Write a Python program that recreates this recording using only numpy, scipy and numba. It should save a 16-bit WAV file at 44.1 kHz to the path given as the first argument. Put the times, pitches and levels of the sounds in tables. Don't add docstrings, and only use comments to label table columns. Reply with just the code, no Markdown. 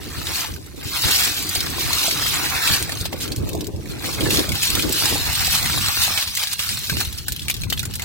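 import sys
import numpy as np
from scipy import signal
from scipy.fft import rfft, irfft, next_fast_len
from scipy.io import wavfile
from scipy.ndimage import uniform_filter1d, minimum_filter1d, map_coordinates
from numba import njit

SR = 44100
rng = np.random.default_rng(int(sys.argv[2]) if len(sys.argv) > 2 else 0)


def boost_factor(decibels):
    exponent = np.asarray(decibels, float) / 20
    return 10 ** exponent


def master(y):
    cut = np.clip(np.atleast_2d(y).T, -1, 1)
    pcm = np.round(cut * 32767)
    wavfile.write(sys.argv[1], SR, pcm.astype(np.int16))


N = 354563

# time in seconds, flow in dB, share of heavy shells in dB.
SPILL = [(0, -44.5, -7.5), (.3, -31.5, -7.5), (.45, -35.5, -6), (.6, -58, -7), (.73, -61, 0),
         (.95, -28, -11), (1.45, -34, -8.5), (2.65, -28, -6.5), (2.95, -43, -4), (3.66, -47, -10),
         (3.71, -67.5, -3.5), (4.05, -37.5, -2.5), (4.85, -31.5, -14.5), (5.3, -27, -10), (6.2, -24, -14.5),
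         (6.35, -36.5, -15), (7.25, -43.5, -17), (8.04, -42.5, -8)]
# peak time in seconds, peak level in dB, build-up in seconds, run-out in seconds.
NET_SHAKES = [(.37, -24.5, 0.061, 0.098), (1.196, -18, 0.18, 0.18), (1.562, -25.5, 0.018, 0.027),
              (1.818, -23, 0.13, 0.056), (2.02, -23, 0.17, 0.31), (2.275, -21, 0.014, 0.15),
              (2.727, -19.5, 0.14, 0.1), (3.008, -30.5, 0.11, 0.024), (3.057, -28.5, 0.0097, 0.0084),
              (3.13, -28, 0.0098, 0.0084), (3.23, -29, 0.037, 0.049), (3.92, -38.5, 0.072, 0.017),
              (4.052, -31.5, 0.031, 0.58), (4.324, -19, 0.032, 0.11), (4.636, -24, 0.023, 0.11),
              (4.675, -22, 0.1, 0.025), (4.799, -25, 0.067, 0.04), (5.048, -23, 0.11, 0.16),
              (5.538, -21.5, 0.28, 0.08), (6.028, -20.5, 0.11, 0.016), (6.437, -23.5, 0.091, 0.0048),
              (6.538, -25.5, 0.12, 0.0045), (6.602, -24.5, 0.015, 0.3), (6.902, -30, 0.023, 0.13),
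              (7.01, -24.5, 0.026, 0.021), (7.19, -36, 0.055, 0.029)]
LOAD_EDGE_DB = 11.5
LOAD_HEAVY_DB = -17

# frequency in Hz, level in dB per Hz.
SNAIL_TONE = [(880, -33), (1500, -12.5), (1670, -10.5), (1850, -13), (2470, -4.5), (3290, -2), (4060, 1),
              (5000, -2), (6750, -6), (7750, -5), (10700, -8.5), (13000, -5.5), (15100, -7.5),
              (16200, -7.5)]
# frequency in Hz, level in dB per Hz.
MUSSEL_TONE = [(260, -32), (450, -12.5), (561, -14), (758, 1), (897, -0.5), (1370, 3.5), (2600, 0.5),
               (3380, 0), (5720, -120)]

# time in seconds, strength in dB.
BREEZE = [(0, -38.5), (.7, -45), (1.2, -40.5), (1.85, -36), (2.2, -37), (3.1, -39), (3.6, -36), (4.2, -35),
          (5, -38.5), (5.6, -32), (6.5, -46.5), (7.2, -40.5), (7.7, -32.5), (8.04, -35)]
# peak time in seconds, thump in dB, length in seconds, flutter over thump in dB.
WIND_BUFFETS = [(0.186, -34, 0.059, -5), (0.525, -36, 0.058, -21), (0.79, -37.5, 0.13, -5),
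                (1.062, -24.5, 0.048, -4.5), (1.86, -48, 0.034, -13), (2.71, -24.5, 0.028, -9.5),
                (2.83, -34, 0.035, -18), (3.025, -31, 0.03, -18), (3.141, -29, 0.015, 5),
                (3.314, -28.5, 0.051, 3), (3.408, -25.5, 0.071, -1.5), (3.549, -29, 0.097, 4),
                (4.249, -25.5, 0.14, 2), (4.388, -24.5, 0.04, 6), (4.501, -23, 0.047, -9.5),
                (4.77, -27.5, 0.13, -0.5), (4.858, -28.5, 0.086, 8), (5.042, -28, 0.028, -3),
                (5.127, -31, 0.11, 2.5), (5.748, -28.5, 0.1, -7.5), (6.723, -35.5, 0.095, -12.5),
                (6.949, -28.5, 0.11, -4.5), (7.097, -31, 0.023, -31), (7.664, -29, 0.056, -12)]
BUFFET_RISE_DB, BUFFET_FALL_DB = 24, 12
FLUTTER_DB = -1.5
SHELTER_S, SHELTER_DB_PER_S, SHELTER_DB = 4.4, 35.5, 12.5
# frequency in Hz, level in dB per Hz.
THUMP_TONE = [(8.8, -29), (15, -25), (32, -10.5), (81, 3.5), (161, -4), (260, -13), (340, -35), (570, -120)]
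# frequency in Hz, level in dB per Hz.
FLUTTER_TONE = [(110, -56), (170, -13.5), (300, 4.5), (450, -3.5), (700, -15), (1200, -23), (2500, -47)]
# frequency in Hz, level in dB per Hz.
AIR_TONE = [(290, -35.5), (500, -36), (622, -31.5), (1020, -18), (1630, 1.5), (4310, 3.5), (6770, 2.5),
            (15100, -4), (16200, -28)]

# start in seconds, peak level in dB.
EDGE_SNAPS = [(0.0398, -34), (0.0862, -35), (0.132, -36), (0.2668, -20), (0.5402, -29), (0.661, -32),
              (0.7607, -28), (0.8031, -36), (0.8579, -36), (0.8944, -27), (1.111, 2), (1.4257, -7),
              (1.492, -2.5), (1.5504, 0), (1.604, -11), (1.6447, -27), (1.659, -25), (1.7004, -9),
              (1.8098, -19), (1.9006, -14), (1.93, -10), (1.9704, -8), (2.2385, -19), (2.274, -13),
              (2.5, -6), (2.6723, -3), (2.826, -14), (2.893, -10), (2.9203, -25), (2.9506, -24),
              (2.9836, -16), (3.0106, -17), (3.0545, -25), (3.1228, -21), (3.1617, -24),
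              (3.2276, -30), (3.2789, -15), (3.317, -15), (3.3612, -9), (3.385, -20), (3.4705, -26),
              (3.4897, -9), (3.532, -18), (3.55, -15), (3.609, -18), (3.643, -31), (3.668, -9.5),
              (3.76, -27), (3.8043, -44), (3.8556, -38), (4.0013, -26), (4.0397, -26), (4.1445, -21),
              (4.2023, -14), (4.237, -13), (4.2722, -14), (4.3056, -8), (4.3271, -11),
              (4.5206, -9), (4.552, -11), (4.627, 1), (4.7016, -13), (4.75, -4), (4.7997, -12),
                   (4.892, -7), (4.9244, 1.5), (5.0015, -17), (5.0523, -18), (5.3302, -10), (5.469, 0.5),
                   (5.627, -3), (5.6979, -13), (5.863, -19), (6.0336, -10), (6.351, -2), (6.369, 0.5),
                   (6.53, -2.5), (6.594, -25), (6.754, -14), (6.789, -8), (6.8943, -20), (6.9136, -11),
                   (7.003, -3), (7.0493, -34.5), (7.0902, -24), (7.125, -11), (7.175, -12), (7.2819, -0.5),
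                   (7.321, -3), (7.3596, -25), (7.4823, -16), (7.497, 2), (7.5407, -18), (7.611, -14),
                   (7.634, -23), (7.7, -3), (7.724, -8), (7.7955, -23), (7.8282, -9), (7.8543, -9),
                   (7.9084, -25), (7.9373, -13), (7.9545, -6), (7.9957, -31), (8.02, -7.5)]
SNAP_S = 0.008

# start in seconds, peak level in dB, swing in Hz.
EDDY_STRIKES = [(0.178, -27.5, 100.6), (0.506, -23.5, 85), (0.854, -23, 101), (0.939, -29, 75.4),
                (1.049, -19.5, 90), (1.573, -23, 88.8), (1.854, -21.5, 102), (2.081, -37, 83.4),
                (2.555, -26, 76), (2.695, -27, 84), (2.815, -24, 83), (2.922, -33, 110), (3.008, -20, 96),
                (3.301, -28, 122), (3.377, -17, 110), (3.738, -18, 89.5), (3.815, -30, 70.0),
                (3.895, -23, 159), (4.119, -31, 70.0), (4.234, -31, 159), (4.234, -19, 76),
                (4.36, -28, 129), (4.494, -31, 80.7), (4.734, -25, 78.1), (4.878, -24, 75.4),
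                (5.025, -28, 85), (5.153, -31, 121), (5.211, -26, 99.6), (5.287, -22.5, 76.4),
                (5.396, -27, 72.7), (5.49, -24, 67.3), (5.635, -22.5, 96), (5.698, -22, 128),
                (5.837, -26, 117), (5.984, -25, 79), (6.088, -31, 135), (6.595, -34, 91.5),
                (6.92, -18.5, 132), (7.072, -19, 80), (7.136, -27, 73), (7.205, -31, 72), (7.31, -23, 64.6),
                (7.42, -30, 91), (7.633, -21, 88.8)]

# start in seconds, peak level in dB, ring in Hz.
SHELL_LANDINGS = [(0.2132, -20, 1260), (0.2684, -12, 3800), (0.538, -24, 5770), (0.561, -25, 1560),
                  (0.6626, -30.5, 7700), (0.7446, -49, 3400), (0.761, -39, 2470), (0.802, -43, 5960),
                  (0.894, -32, 3650), (1.1074, -10, 8300), (1.491, -19, 4770), (1.5516, -12.5, 4270),
                  (1.6045, -10, 5070), (1.663, -15, 4730), (1.9303, -5, 4220), (1.9826, -7, 3900),
                  (2.0302, -12, 2350), (2.1098, -7, 2260), (2.2645, -8, 2120), (2.6646, -13, 1850),
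                  (2.8253, -10, 9100),
                  (2.893, -14, 1820), (2.92, -13, 4400), (2.9514, -22, 6300), (2.9714, -19, 4330),
                 (3.0105, -15.5, 6370), (3.0538, -13.5, 3970), (3.1038, -36, 4000), (3.1284, -17, 2160),
                 (3.1611, -31, 4390), (3.277, -18, 3130), (3.319, -14.5, 4470), (3.368, -24, 4490),
                 (3.47, -33, 1230), (3.4907, -21, 2620), (3.531, -21, 3700), (3.551, -26, 7400),
                 (3.607, -17.5, 3770), (3.643, -24, 4460), (3.7358, -39, 4700), (3.761, -30.5, 5300),
                 (3.857, -28, 1810), (4.0227, -24, 1690),
                  (4.0223, -24, 1700), (4.042, -18, 1960), (4.146, -17, 3730), (4.2067, -10, 3280),
                   (4.272, -23, 8200), (4.305, -4, 2700), (4.392, -7.5, 4600), (4.4903, -10, 3440),
                   (4.5186, -11.5, 2200), (4.553, -12, 3170), (4.6301, -6.5, 2580), (4.702, -8, 7850),
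                   (4.7514, -6, 3740), (4.7936, -8, 2470), (4.823, -8.5, 3620), (4.893, -15, 7600),
                   (4.925, -11, 7800), (5.0544, -4.5, 5220), (5.3523, -9, 4370), (5.4463, -9, 4730),
                   (5.4697, -11, 7800), (5.549, -4, 4020), (5.658, -9, 2040), (5.81, -13, 2730),
                   (5.86, -11, 5380), (5.8825, -9, 4330), (6.0343, -4, 3670), (6.2248, -8.5, 3680),
                  (6.3502, -17, 4720), (6.3722, -11.5, 2040), (6.4345, -8, 3860), (6.4714, -11, 3900),
                 (6.53, -20, 4350), (6.5916, -6.5, 2720), (6.69, -13, 4840), (6.7712, -12.5, 4280),
                 (6.87, -18, 3780), (6.896, -8, 1560), (6.968, -10, 2820), (7.004, -14, 4100),
                 (7.049, -14.5, 3700), (7.127, -23, 3860),
                  (7.1834, -17, 5300), (7.282, -14, 1540), (7.3205, -16, 4070), (7.3623, -15.5, 3100),
                      (7.3932, -18, 3500), (7.4581, -24, 4440), (7.482, -9, 2320), (7.498, -6.5, 2410),
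                      (7.5407, -14, 3620), (7.6167, -16.5, 4140), (7.6342, -14.5, 2460),
                      (7.7016, -11.5, 4330), (7.726, -7, 3110), (7.775, -13.5, 3370), (7.793, -9, 3800),
                      (7.83, -17, 1460), (7.852, -16, 7200), (7.9093, -24, 8000), (7.938, -19.5, 5060),
                      (7.955, -15.5, 9300), (7.995, -15, 2080), (8.0193, -16, 2700),
                  (1.189, -18, 4610), (1.9037, -20, 4080), (1.9917, -11, 2570), (2.6744, -4.5, 2590),
                  (3.2257, -29, 3630), (3.381, -29, 4480), (3.668, -26, 5300), (4.371, -6, 4320),
                  (5.0324, -9, 4700), (5.6965, -11, 1370), (6.1745, -6, 2340), (6.275, -13, 4440),
                  (6.4155, -14, 3900), (7.565, -18, 4000), (7.2915, -21, 8600), (7.419, -19, 3500),
                  (7.511, -13.5, 3840), (1.151, -9, 5200), (1.114, -12, 3800), (1.159, -4, 5530)]
LANDING_DELAY_S = .0012

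# start in seconds, peak level in dB, hollow note in Hz.
HEAVY_THUDS = [(0.215, -26, 1260), (1.038, -13, 1380), (1.555, -19, 750), (1.626, -29, 1450),
               (1.781, -16, 980), (1.904, -14.5, 935), (2.044, -19, 880), (2.079, -16, 660),
               (2.193, -15, 1500), (2.224, -10, 1800), (2.257, -12, 1240), (2.393, -15.5, 1080),
               (2.517, -22, 1030), (2.54, -14.5, 1320), (2.699, -6, 1780), (2.891, -18.5, 710),
               (3.055, -20, 770), (3.126, -17, 805), (3.547, -18, 689), (4.089, -21, 1190),
               (4.208, -20, 520), (4.253, -19, 497), (4.286, -16, 505), (4.361, -20, 573),
               (4.442, -22, 565), (4.482, -23.5, 644), (5.021, -11.5, 1340), (5.053, -11, 1670),
               (5.123, -16.5, 770), (5.155, -16, 750), (5.477, -18.5, 746), (5.575, -20, 1480),
               (5.663, -33, 1450), (5.696, -34, 1340), (5.743, -22, 1090), (5.775, -14, 1120),
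               (5.884, -12, 1620), (5.971, -9, 1660), (6.046, -33, 1130), (6.077, -19.5, 780),
               (6.105, -22, 730), (6.385, -22, 1620), (6.533, -24, 1420), (6.595, -23, 1260),
               (6.774, -16, 1770), (6.894, -20, 1510), (6.925, -23, 1000), (6.969, -19, 1340),
               (7.291, -40, 1400), (7.484, -23, 1790), (7.667, -30, 1030), (7.723, -7.5, 1860),
               (7.854, -19, 1830), (7.997, -31, 1350)]

# frequency in Hz, extra ease in dB.
EASILY_FADED = [(1750, 1.5), (3000, 3), (4900, 2.6), (6800, 2.9), (8200, 1.5), (10400, 2)]
TOP_HZ = 15950


def unit(x):
    return x / np.sqrt(np.mean(x ** 2) + 1e-20)


def curves(rows):
    s, *cols = np.transpose(rows)
    return [np.interp(np.arange(N) / SR, s, c) for c in cols]


def wobble(rate):
    knots = rng.standard_normal(int(N * rate / SR) + 4)
    return map_coordinates(knots, [np.arange(N) * rate / SR])


def swells(steady_db, s, peak_db, rise_db_per_s, fall_db_per_s):
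    t = np.arange(0, N, 32) / SR
    since = t - s[:, None]
    rise_db = -np.abs(rise_db_per_s)[:, None] * since
    fall_db = np.abs(fall_db_per_s)[:, None] * since
    lost_db = np.where(since < 0, rise_db, fall_db)
    power = boost_factor(2 * (peak_db[:, None] - lost_db)).sum(axis=0)
    return 10 * np.log10(boost_factor(2 * steady_db) + np.interp(np.arange(N) / SR, t, power))


def coloured(x, spectrum):
    m = 2 * next_fast_len(N // 2 + 4096)
    hz, db = np.transpose(spectrum)
    log_hz = np.log(np.fft.rfftfreq(m, 1 / SR) + 1)
    gain = boost_factor(np.clip(np.interp(log_hz, np.log(hz + 1), db), -80, 20))
    cep = irfft(np.log(gain), m)
    cep = np.r_[cep[0], 2 * cep[1:m // 2], np.zeros(m // 2)]
    return irfft(rfft(x, m) * np.exp(rfft(cep)), m)[..., :N] / np.sqrt(np.mean(gain ** 2))


@njit
def add(out, start, omega, decay, left, right, lag):
    for k in range(len(start)):
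        for side in range(2):
            t0 = start[k] + (0.5 - side) * lag[k]
            first = int(t0) + 1
            gain = left[k] if side == 0 else right[k]
            for n in range(max(first, 0), min(first + int(6 / decay[k]) + 2, out.shape[1])):
                out[side, n] += gain * np.exp(-decay[k] * (n - t0)) * np.sin(omega[k] * (n - t0))


def clinks(s, hz, cycles, size, pan_db, place):
    out = np.zeros((2, N))
    decay = hz / (np.clip(cycles, 1, 60) * SR)
    size = size * np.sqrt(decay * hz / 4000)
    lag = -4.9 + 1.16 * place + 5 * (place > .25)
    left, right = size * boost_factor(pan_db / 2), size * boost_factor(-pan_db / 2)
    add(out, s * SR, 2 * np.pi * hz / SR, decay, left, right, lag)
    return out


def heap(x, t60, db):
    t = np.arange(SR // 25) / SR
    out = np.pad(x, ((0, 0), (0, SR)))
    step = SR // 20
    for n in range(0, N, step):
        tail = rng.standard_normal((2, len(t))) * boost_factor(-60 * t / t60) * (t > .0006)
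        smear = signal.fftconvolve(x[:, n:n + step], tail / np.linalg.norm(tail[0]), axes=1)
        out[:, n:n + smear.shape[1]] += boost_factor(db) * smear
    return out[:, :N]


def stream(level_db, lo_hz, hi_hz, cycles, spread_db, clump_db, lives_db, count):
    draw = rng.random((count, 6))
    place = rng.standard_normal((count, 3))
    s = (np.arange(count) + draw[:, 0]) * N / SR / count
    at = (s * SR).astype(int)
    share = np.clip(boost_factor(.5 * (level_db[at] + 28.0)), .2, 1)
    clump = unit(boost_factor(clump_db * (0.74 * wobble(20) + 0.46 * wobble(50) + 0.4 * wobble(130))))
    size = boost_factor(np.clip(-spread_db * np.log(draw[:, 1] + 1e-9), 0, 1.56 * spread_db)) * clump[at]
    size = size / np.sqrt(np.mean(size ** 2) * count / N) * boost_factor(level_db[at]) / np.sqrt(share)
    size = size * (rng.random(count) < share)
    life = np.clip(place[:, 2], -2, 1.7)
    x = np.zeros((2, N))
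    for mode in range(3):
        hz = lo_hz * (hi_hz / lo_hz) ** ((mode + draw[:, 2 + mode]) / 3)
        ring_cycles = cycles * (hz / lo_hz) ** 0.047 * boost_factor(lives_db * (2.0 - 0.39 * mode) * life)
        x += clinks(s, hz, ring_cycles, size, 4.0 * place[:, 1], place[:, 0])
    return x


def pour():
    flow_db, heavy_db = curves(SPILL)
    s, db, build, run_out = np.transpose(NET_SHAKES)
    rise, fall = LOAD_EDGE_DB / build, LOAD_EDGE_DB / run_out
    rattle_db = swells(flow_db, s, db, rise, fall)
    clack_db = swells(flow_db + heavy_db, s, db + LOAD_HEAVY_DB, rise, fall)
    small = stream(rattle_db, lo_hz=1496.6, hi_hz=17780, cycles=4.0,
                   spread_db=0.0, clump_db=2.0, lives_db=14.5, count=14000)
    heavy = stream(clack_db + 9.0, lo_hz=458.0, hi_hz=2805, cycles=2.4,
                   spread_db=3.5, clump_db=3.5, lives_db=5.5, count=7000)
    small = boost_factor(0.5) * coloured(heap(small, .028, -6), SNAIL_TONE)
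    heavy = boost_factor(-7.0) * coloured(heap(heavy, 0.032, -4.5), MUSSEL_TONE)
    return small + heavy


def wind():
    breeze_db, = curves(BREEZE)
    s, db, length, sharp_db = np.transpose(WIND_BUFFETS)
    rise, fall = BUFFET_RISE_DB / length, BUFFET_FALL_DB / length
    shelter_db = np.clip(SHELTER_DB_PER_S * (np.arange(N) / SR - SHELTER_S), 0, SHELTER_DB)
    thump_db = swells(breeze_db, s, db, rise, fall)
    flutter_db = swells(breeze_db + FLUTTER_DB - shelter_db, s, db + sharp_db, rise, fall)
    lumps_db = 1.3 * wobble(11)

    def eddies(depth_db, rate):
        port_db = depth_db * np.array([wobble(rate), wobble(rate)])
        return boost_factor(lumps_db + port_db) * rng.standard_normal((2, N))

    port_gain = boost_factor([[-.6], [.6]])
    thump = port_gain * boost_factor(thump_db + 3.5) * unit(coloured(eddies(1.34, 23), THUMP_TONE))
    flutter = boost_factor(flutter_db + 2.0) * unit(coloured(eddies(3.7, 55), FLUTTER_TONE))
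    return thump + flutter


def air():
    return boost_factor(-50.5 + 2.8 * wobble(1.9)) * unit(coloured(rng.standard_normal((2, N)), AIR_TONE))


def snaps():
    s, db = np.transpose(EDGE_SNAPS)
    draw = rng.random((len(s), 14, 3))
    place = rng.standard_normal((len(s), 2)).repeat(14, axis=0)
    late = draw[..., 0] * (np.arange(14) > 1)
    size = boost_factor(db[:, None] + 1.5 - 7.5 * late - 7.1 * draw[..., 1])
    hz = 6500 * 3.1 ** draw[..., 2]
    when = s[:, None] + 0.000726 + SNAP_S * late
    x = clinks(when.ravel(), hz.ravel(), 2.3, size.ravel(), 1.5 * place[:, 1], place[:, 0])
    return coloured(heap(x, .04, -6), SNAIL_TONE)


def eddy_blows():
    out = np.zeros((2, N + SR))
    for (s, db, hz), side in zip(EDDY_STRIKES, rng.choice([-1, 1], len(EDDY_STRIKES))):
        turn = np.arange(int(2.4 * SR / hz)) * hz / SR
        shape = boost_factor(db + 0.5) * turn * np.exp(1 - turn / 0.87) / 0.56 * (1 - turn / turn[-1])
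        phase = side * np.array([[-np.pi / 4], [np.pi / 4]])
        out[:, int(s * SR):][:, :len(turn)] += shape * np.sin(2 * np.pi * turn + phase)
    return out[:, :N]


def landings():
    s, db, hz = np.transpose(SHELL_LANDINGS)
    s = s + LANDING_DELAY_S
    draw = rng.random((len(s), 36, 3))
    place = rng.standard_normal((len(s), 2))
    side, pan_db = place[:, 0], 1.5 * place[:, 1]
    late = (draw[..., 0] ** 1.5 - .09) * (np.arange(36) > 5)
    size = boost_factor(db[:, None] + 3.5 - 4.5 * np.abs(late) - 17.4 * draw[..., 1])
    pitch = 1500 * 12 ** ((np.arange(36) % 6 + draw[..., 2]) / 6)
    when = s[:, None] + .013 * late
    crack = clinks(when.ravel(), pitch.ravel(), 0.99, size.ravel(), pan_db.repeat(36), side.repeat(36))
    crack += clinks(s, 12000 + 0 * s, 1, boost_factor(db + 3), pan_db, side)
    life = .0028 * (3000 / hz) ** .3
    ring = clinks(s, hz, life * hz, boost_factor(db + 14.5) * (4000 / hz) ** 0.54, pan_db, side)
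    second_s = s + 0.00195 * draw[:, 1, 0]
    second_hz = hz * (1.115 + .5 * draw[:, 2, 0])
    ring += clinks(second_s, second_hz, life * hz, boost_factor(db + 6.0) * 4000 / hz, pan_db, side)
    return coloured(heap(crack, 0.056, -1.5), SNAIL_TONE) + heap(ring, 0.057, -3.0)


def thuds():
    s, db, hz = np.transpose(HEAVY_THUDS)
    place = rng.standard_normal((len(s), 2))
    size = boost_factor(db + 22.0) * 1000 / hz
    x = clinks(s + .0015, hz, 2.2, size, place[:, 1], place[:, 0])
    x += clinks(s + 0.0014, 0.7 * hz, 1.8, size * boost_factor(-14.5), place[:, 1], place[:, 0])
    x = heap(x, 0.032, -0.57)
    return uniform_filter1d(uniform_filter1d(x, size=7, axis=1), size=7, axis=1)


def scene():
    return pour() + wind() + air() + snaps() + eddy_blows() + landings() + thuds()


def starved(x, under_db, depth_db, uneven_db):
    middle_side = np.array([x[0] + x[1], x[0] - x[1]]) / 2
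    hz, _, z = signal.stft(middle_side, SR, nperseg=1024)
    steps = rng.standard_normal((2, len(hz) // 12 + 1, z.shape[2] // 5 + 1))
    steps = steps.repeat(12, 1).repeat(5, 2)[:, :len(hz), :z.shape[2]]
    loud = np.sum(np.abs(z[:, hz > 2000]) ** 2, axis=(0, 1))
    calm = loud < 3 * minimum_filter1d(loud, size=3, origin=1)
    z = z * boost_factor(uneven_db * calm * steps)
    power = np.abs(z) ** 2 + 1e-14
    band = uniform_filter1d(uniform_filter1d(power, size=4, axis=1), size=4, axis=2)
    audible = power * (hz > 600)[:, None]
    masker = uniform_filter1d(uniform_filter1d(audible, size=36, axis=1), size=5, axis=2) + 1e-14
    ease_db = sum(db * np.exp(-((hz - c) / (80 + .04 * c)) ** 2) for c, db in EASILY_FADED)
    margin = under_db - ease_db
    lack = np.clip(-10 * np.log10(np.abs(band / masker)) - margin[:, None], 0, 1)
    lack = lack * calm * ((hz > 1000) & (hz < 15000))[:, None]
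    mid, side = signal.istft(z * boost_factor(depth_db * lack), SR, nperseg=1024)[1][:, :N]
    return np.array([mid + side, mid - side])


def band_limit(x):
    return signal.sosfilt(signal.butter(12, 16990, fs=SR, output="sos"), x)


def record(dry):
    x = dry / (1 + np.abs(dry) ** 6) ** (1 / 6)
    x = starved(x, under_db=5.4, depth_db=-28, uneven_db=1.5)
    x = irfft(rfft(x) * (np.fft.rfftfreq(N, 1 / SR) < TOP_HZ), N)
    return band_limit(x)


dry = scene()
out = record(dry)
master(out)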